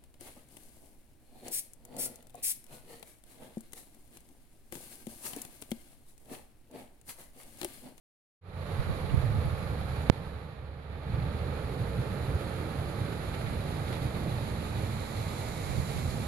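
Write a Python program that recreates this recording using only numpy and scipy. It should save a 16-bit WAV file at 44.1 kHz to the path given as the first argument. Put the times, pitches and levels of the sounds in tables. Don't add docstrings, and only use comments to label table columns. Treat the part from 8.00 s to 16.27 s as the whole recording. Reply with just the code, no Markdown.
import sys
import numpy as np
from scipy import signal
from scipy.fft import rfft, irfft, next_fast_len
from scipy.io import wavfile

SR = 44100
rng = np.random.default_rng(int(sys.argv[2]) if len(sys.argv) > 2 else 0)


def transcribe(signal):
    frames = np.atleast_2d(signal).T
    limited = np.clip(frames, -1, 1)
    pcm = np.round(limited * 32767).astype(np.int16)
    wavfile.write(sys.argv[1], SR, pcm)


N = 364707
TIME = np.arange(N) / SR
FFT_SIZE = next_fast_len(N)
FREQ = np.arange(FFT_SIZE // 2 + 1) * SR / FFT_SIZE


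def undb(db):
    return 10 ** (np.asarray(db) / 20)


def curve(rows, column=1):
    rows = np.array(rows)
    return np.interp(TIME, rows[:, 0], rows[:, column])


def ramp(start, length):
    return np.clip((TIME - start) / length, 0, 1)


def swell(t, sigma):
    return np.exp(-((TIME - t) / sigma) ** 2 / 2)


def response(rows, column=1):
    rows = np.array(rows)
    return undb(np.interp(np.log(FREQ + 1), np.log(rows[:, 0]), rows[:, column]))


def resonance(hz, relative_width):
    detuning = (FREQ + 1) / hz - hz / (FREQ + 1)
    return 1 / (1 + (detuning / relative_width) ** 2)


def filtered(x, gain):
    return irfft(rfft(x, FFT_SIZE) * gain, FFT_SIZE)[..., :N]


def unit_rms(x):
    return x / np.sqrt(np.mean(x ** 2))


def white(channels=2):
    return rng.standard_normal((channels, N)) * np.sqrt(SR / 2)


def wander(rate_hz):
    low_pass = np.exp(-(FREQ / rate_hz) ** 2) * (FREQ > 0)
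    return unit_rms(filtered(rng.standard_normal(N), low_pass))


def diffuse(pair, gain, corner_hz=1000, bass_coherence=0.82):
    coherence = bass_coherence / (1 + (FREQ / corner_hz) ** 4)
    mid, side = filtered(pair, gain * np.sqrt(np.array([1 + coherence, 1 - coherence]) / 2))
    return np.array([mid + side, mid - side])


# t/s, sigma/s, level/dB
WIND_GUSTS = [(0.794, 0.03, -32.5), (0.891, 0.033, -32), (1.138, 0.016, -23), (1.308, 0.18, -34),
              (1.847, 0.09, -53), (3.148, 0.035, -34), (5.454, 0.055, -43), (7.91, 0.25, -41)]
# f/Hz, relative density/dB
EDDY_SPECTRUM = [(15, -20), (35, -3), (70, 3.5), (130, 4.5), (200, -12.5), (350, -24), (900, -76)]


def wind(left_db=-10, right_db=1, buffet_db=7.0):
    gusts = sum(undb(db) * swell(t, sigma) for t, sigma, db in WIND_GUSTS)
    eddies = unit_rms(filtered(white(), response(EDDY_SPECTRUM))) * undb(buffet_db * wander(34))
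    return eddies * gusts * undb([[left_db], [right_db]])


# t/s, sigma/s, level/dB, centre f/Hz, bandwidth/Hz
TREAD_BANDS = [(0.97, 0.73, -56.5, 1130, 300), (2.56, 0.3, -57, 990, 600), (3.6, 0.54, -45.5, 457, 130),
               (4.34, 0.93, -56, 1380, 600), (4.745, 0.65, -45, 285, 260), (6.148, 0.43, -47.5, 360.8, 341),
               (7.2, 0.42, -59, 933, 300), (7.3, 0.55, -59.5, 3960, 900), (7.54, 0.38, -57, 2180, 340),
               (8.16, 0.51, -49.5, 400, 340)]


def far_cars():
    tread = white(channels=1)[0]
    return sum(unit_rms(filtered(tread, resonance(hz, width / hz))) * undb(db) * swell(t, sigma)
               for t, sigma, db, hz, width in TREAD_BANDS)


def engine(hz, waver=0.00784, flutter_db=1.5):
    phase = 2 * np.pi * np.cumsum(hz * (1 + waver * wander(4.34))) / SR
    return np.sqrt(2) * np.sin(phase) * undb(flutter_db * wander(21.0))


# f/Hz, relative density/dB
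DECK_SPECTRUM = [(12, -48), (20, -24), (38, -15.5), (65, 0.5), (108, 0), (145, 0), (184, -5.5), (252, -16),
                 (330, -19.5), (430, -46), (730, -120)]
# t/s, level/dB
DECK_LEVEL = [(.6, -37.5), (2.05, -35.5), (2.6, -37), (3.1, -35), (4.1, -36), (5.2, -36), (6.4, -35.5),
              (7.15, -37.5), (8.1, -34.5)]
# t/s, sigma/s, level/dB, f/Hz, glide/(Hz/s)
ENGINE_DRONES = [(1.269, 0.057, -33, 106.8, -45.5), (6.9, 0.9, -48.5, 220, 0)]
# t/s, f/Hz, level/dB
PICKUP_EXHAUST = [(0.5, 92, -36.5), (0.85, 89.9, -41.5), (1.2, 82.5, -45.5), (1.8, 70.2, -41),
                  (2.45, 70, -41.5), (3.0, 74.15, -36.5), (3.55, 76.7, -41.5), (4.4, 82, -53),
                  (5.2, 81.6, -57)]


def bridge_traffic(throb_db=1.0, throb_hz=8):
    rumble = unit_rms(diffuse(white(), response(DECK_SPECTRUM), bass_coherence=1.0))
    rumble *= undb(curve(DECK_LEVEL) + throb_db * wander(throb_hz))
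    drones = sum(engine(hz + glide * (TIME - t)) * undb(db) * swell(t, sigma)
                 for t, sigma, db, hz, glide in ENGINE_DRONES)
    exhaust = engine(curve(PICKUP_EXHAUST)) * undb(curve(PICKUP_EXHAUST, column=2))
    return rumble + drones + exhaust


# t/s, sigma/s, level/dB, f/Hz
DECK_BOOMS = [(3.13, 0.054, -42, 166), (3.402, 0.043, -43, 92), (3.648, 0.012, -29.5, 90),
              (3.827, 0.02, -29, 101), (3.99, 0.027, -32.5, 113), (4.284, 0.008, -30, 107),
              (4.351, 0.016, -31, 96), (4.807, 0.02, -32.5, 91), (5.001, 0.031, -32, 118),
              (5.136, 0.095, -42, 134), (5.72, 0.073, -38, 157), (6.417, 0.017, -29.5, 105),
              (6.514, 0.032, -40, 101), (6.786, 0.049, -33.5, 110), (7.221, 0.052, -33, 98),
              (8.173, 0.11, -42.5, 234)]


def deck_thuds(relative_width=0.46):
    shake = white(channels=1)[0]
    return sum(unit_rms(filtered(shake, resonance(hz, relative_width))) * undb(db) * swell(t, sigma)
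               for t, sigma, db, hz in DECK_BOOMS)


# t/s, level/dB
AXLE_IMPACTS = [(6.158, -28.5), (6.251, -30)]
# f/Hz, relative density/dB
JOINT_SPECTRUM = [(30, -16), (70, -14), (145, 6.5), (220, -9), (300, -2), (380, -14), (600, -23),
                  (1200, -32), (3000, -60)]


def joint_bumps(attack_s=0.014, decay_s=0.034):
    blows = sum(undb(db) * ramp(t, attack_s) * np.exp(-np.maximum(TIME - t - attack_s, 0) / decay_s)
                for t, db in AXLE_IMPACTS)
    return unit_rms(filtered(white(channels=1)[0], response(JOINT_SPECTRUM))) * blows


def spreading(nearest_s, speed_m_s=25.7, road_m=34):
    return road_m / np.hypot(road_m, speed_m_s * (TIME - nearest_s))


# t/s, relative level/dB
VEHICLE_PASSES = [(1.102, -6), (5.6, -1), (7.8, 2)]
# f/Hz, density/dB
TYRE_SPECTRUM = [(150, -80.5), (280, -72), (500, -77), (800, -84.5), (1050, -88), (1300, -84),
                 (1700, -87.5), (2300, -87.5), (3000, -85), (4000, -86), (6000, -91.5), (7200, -90.5),
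                 (9000, -99), (14000, -102)]


def tyres(direct_db=-0.3, scattered_db=-4, direct_top_hz=3500, flutter_db=1.0):
    spectrum = response(TYRE_SPECTRUM)
    right = filtered(white(channels=1)[0], spectrum / np.sqrt(1 + (FREQ / direct_top_hz) ** 4))
    lag_s = 0.00037 + 0.000012 * TIME
    left = np.interp(TIME - lag_s, TIME, right)
    hiss = undb(direct_db) * np.array([left, right]) + undb(scattered_db) * diffuse(white(), spectrum)
    power = sum((undb(db) * spreading(t)) ** 2 for t, db in VEHICLE_PASSES)
    return hiss * np.sqrt(power) * undb(flutter_db * wander(15.6))


# f/Hz, density/dB
SPRAY_SPECTRUM = [(1000, -88), (2200, -95), (3200, -99), (5000, -86), (7000, -85), (7900, -84.5),
                  (9000, -99.5), (10700, -100), (11700, -105), (13300, -92), (14200, -100)]


def spray(distance_exponent=4):
    nearest_s = VEHICLE_PASSES[-1][0]
    return diffuse(white(), response(SPRAY_SPECTRUM)) * spreading(nearest_s) ** distance_exponent


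# t/s, level/dB, f/Hz, bandwidth/Hz, decay time/s
ICE_FRACTURES = [(1.094, -37, 2840, 300, 0.0062), (1.455, -57, 10500, 3000, 0.005),
                 (4.445, -53, 7900, 1200, 0.011), (4.49, -53, 8100, 1200, 0.01),
                 (5.201, -48, 2000, 2000, 0.0045), (5.335, -39, 2400, 2400, 0.016),
                 (5.412, -44, 1800, 1800, 0.007), (5.459, -37.5, 2000, 1800, 0.021),
                 (5.925, -35, 2200, 3000, 0.015), (5.965, -36.5, 2000, 2400, 0.0055),
                 (8.095, -42, 5000, 4000, 0.019)]


def ice_cracks(attack_share=0.28, crumble_db=3.5, chips_per_s=900, dust_db=-13):
    out = np.zeros((2, N))
    age = TIME[:SR // 8]
    for t, db, hz, width, decay in ICE_FRACTURES:
        burst = rng.standard_normal((2, len(age))) * undb(crumble_db * rng.exponential(size=len(age)))
        burst *= np.where(rng.random(len(age)) < chips_per_s / SR, 1, undb(dust_db))
        edge = signal.iirpeak(hz, hz / width, fs=SR)
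        ring = signal.lfilter(*edge, signal.lfilter(*edge, burst))
        envelope = (1 - np.exp(-age / (attack_share * decay))) * np.exp(-age / decay)
        start = int(t * SR)
        out[:, start:start + len(age)] += (undb(db) * unit_rms(ring) * envelope)[:, :N - start]
    return out


def slush(ticks_per_s=2500, spread_db=2.5, smear_s=0.0018):
    age = TIME[:SR // 100]
    smear = rfft(rng.standard_normal(len(age)) * np.exp(-age / smear_s), FFT_SIZE)
    onsets = rng.random((2, N)) < ticks_per_s / SR
    sizes = np.minimum(rng.exponential(size=(2, N)), 6)
    ticks = onsets * undb(spread_db * sizes) * rng.choice([-1, 1], (2, N))
    all_pass = smear / np.abs(smear)
    return filtered(unit_rms(ticks) * np.sqrt(SR / 2), all_pass)


# f/Hz, density/dB
WATER_SPECTRUM = [(120, -67), (250, -72.5), (340, -74.5), (450, -66), (560, -69), (730, -77.5),
                  (860, -75.5), (1000, -81.5), (1200, -76.5), (2000, -82), (4000, -88), (8000, -104),
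                  (14000, -110)]
# t/s, relative level/dB
WATER_LEVEL = [(1.2, 0.5), (3.3, -1), (6.7, -1.6), (8.1, -3.5)]


def creek(slush_db=-7, wash_db=-1.83, gurgle_depth_db=0.5, splash_depth_db=0.78, crossover_hz=900):
    ticks = undb(slush_db) * slush()
    water = diffuse(undb(wash_db) * white() + ticks, response(WATER_SPECTRUM))
    gurgle = filtered(water, 1 / (1 + (FREQ / crossover_hz) ** 4))
    splash = water - gurgle
    gurgle *= undb(gurgle_depth_db * wander(25))
    splash *= undb(splash_depth_db * wander(36))
    return (gurgle + splash) * undb(curve(WATER_LEVEL))


def scene():
    icy_water = creek() + ice_cracks()
    road = bridge_traffic() + deck_thuds() + joint_bumps() + far_cars() + tyres() + spray()
    return icy_water + road + wind()


POP_S = 2.099134


def pop(height=1.54, corner_hz=98.7, damping=0.726, rise_s=0.000075):
    age = np.maximum(TIME - POP_S, 0)
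    natural_phase = 2 * np.pi * corner_hz * age
    damped_phase = natural_phase * np.sqrt(1 - damping ** 2)
    step = height * (1 - np.exp(-age / rise_s))
    return step * np.exp(-damping * natural_phase) * (np.cos(damped_phase) - np.sin(damped_phase))


def dip(start_db, deepest_db, recover_s, sink_s=0.52, hold_s=0.25):
    sunk_db = start_db + (deepest_db - start_db) * ramp(POP_S, sink_s)
    recovery = ramp(POP_S + sink_s + hold_s, recover_s)
    return undb(sunk_db * (TIME > POP_S) * (1 - recovery))


# f/Hz, left level/dB, right level/dB
PORT_RESPONSE = [(120, -1.76, 1.7), (441, -6.5, 1), (833, -1, 6.5), (1014, -6, 4), (1210, -3, 4.5),
                 (1490, -5, 2), (1720, -4.5, 3), (2100, -1, 2), (2400, -1.5, 3), (2600, -7, -0.5),
                 (2960, -9, -3), (3470, -5.5, 0.5), (4000, -8, 4), (4430, -3.5, 3), (5000, -10.5, -2.5),
                 (6030, -21.5, -5), (7000, -7, 1.5), (7930, -20, -7.5), (8780, 0, 7), (11340, 12, 12),
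                 (12750, 1.5, 0), (14200, -20, -23)]


def record(dry, bass_lag_rad=0.4, treble_hz=4900, top_hz=14400, hush_db=-8, hush_s=0.018):
    ports = np.array([response(PORT_RESPONSE, column=1), response(PORT_RESPONSE, column=2)], complex)
    ports[0] *= np.exp(-1j * bass_lag_rad / (1 + (FREQ / 1500) ** 2))
    sound = filtered(dry, ports)
    fade_in = ramp(start=0.41, length=0.31)
    treble = filtered(sound, 1 - 1 / (1 + (FREQ / treble_hz) ** 10))
    treble_gain = undb(-4 * (1 - fade_in)) * dip(start_db=0, deepest_db=-6.5, recover_s=0.94)
    sound = sound - treble + treble * treble_gain
    hush = undb(hush_db * (TIME > POP_S) * (1 - ramp(POP_S + hush_s, length=0.0084)))
    sound *= fade_in * hush * dip(start_db=-2.5, deepest_db=-8.5, recover_s=0.33)
    sound[1] += pop()
    return filtered(np.clip(sound, -1, 1), 1 / (1 + (FREQ / top_hz) ** 60))


dry = scene()
out = record(dry)
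transcribe(out)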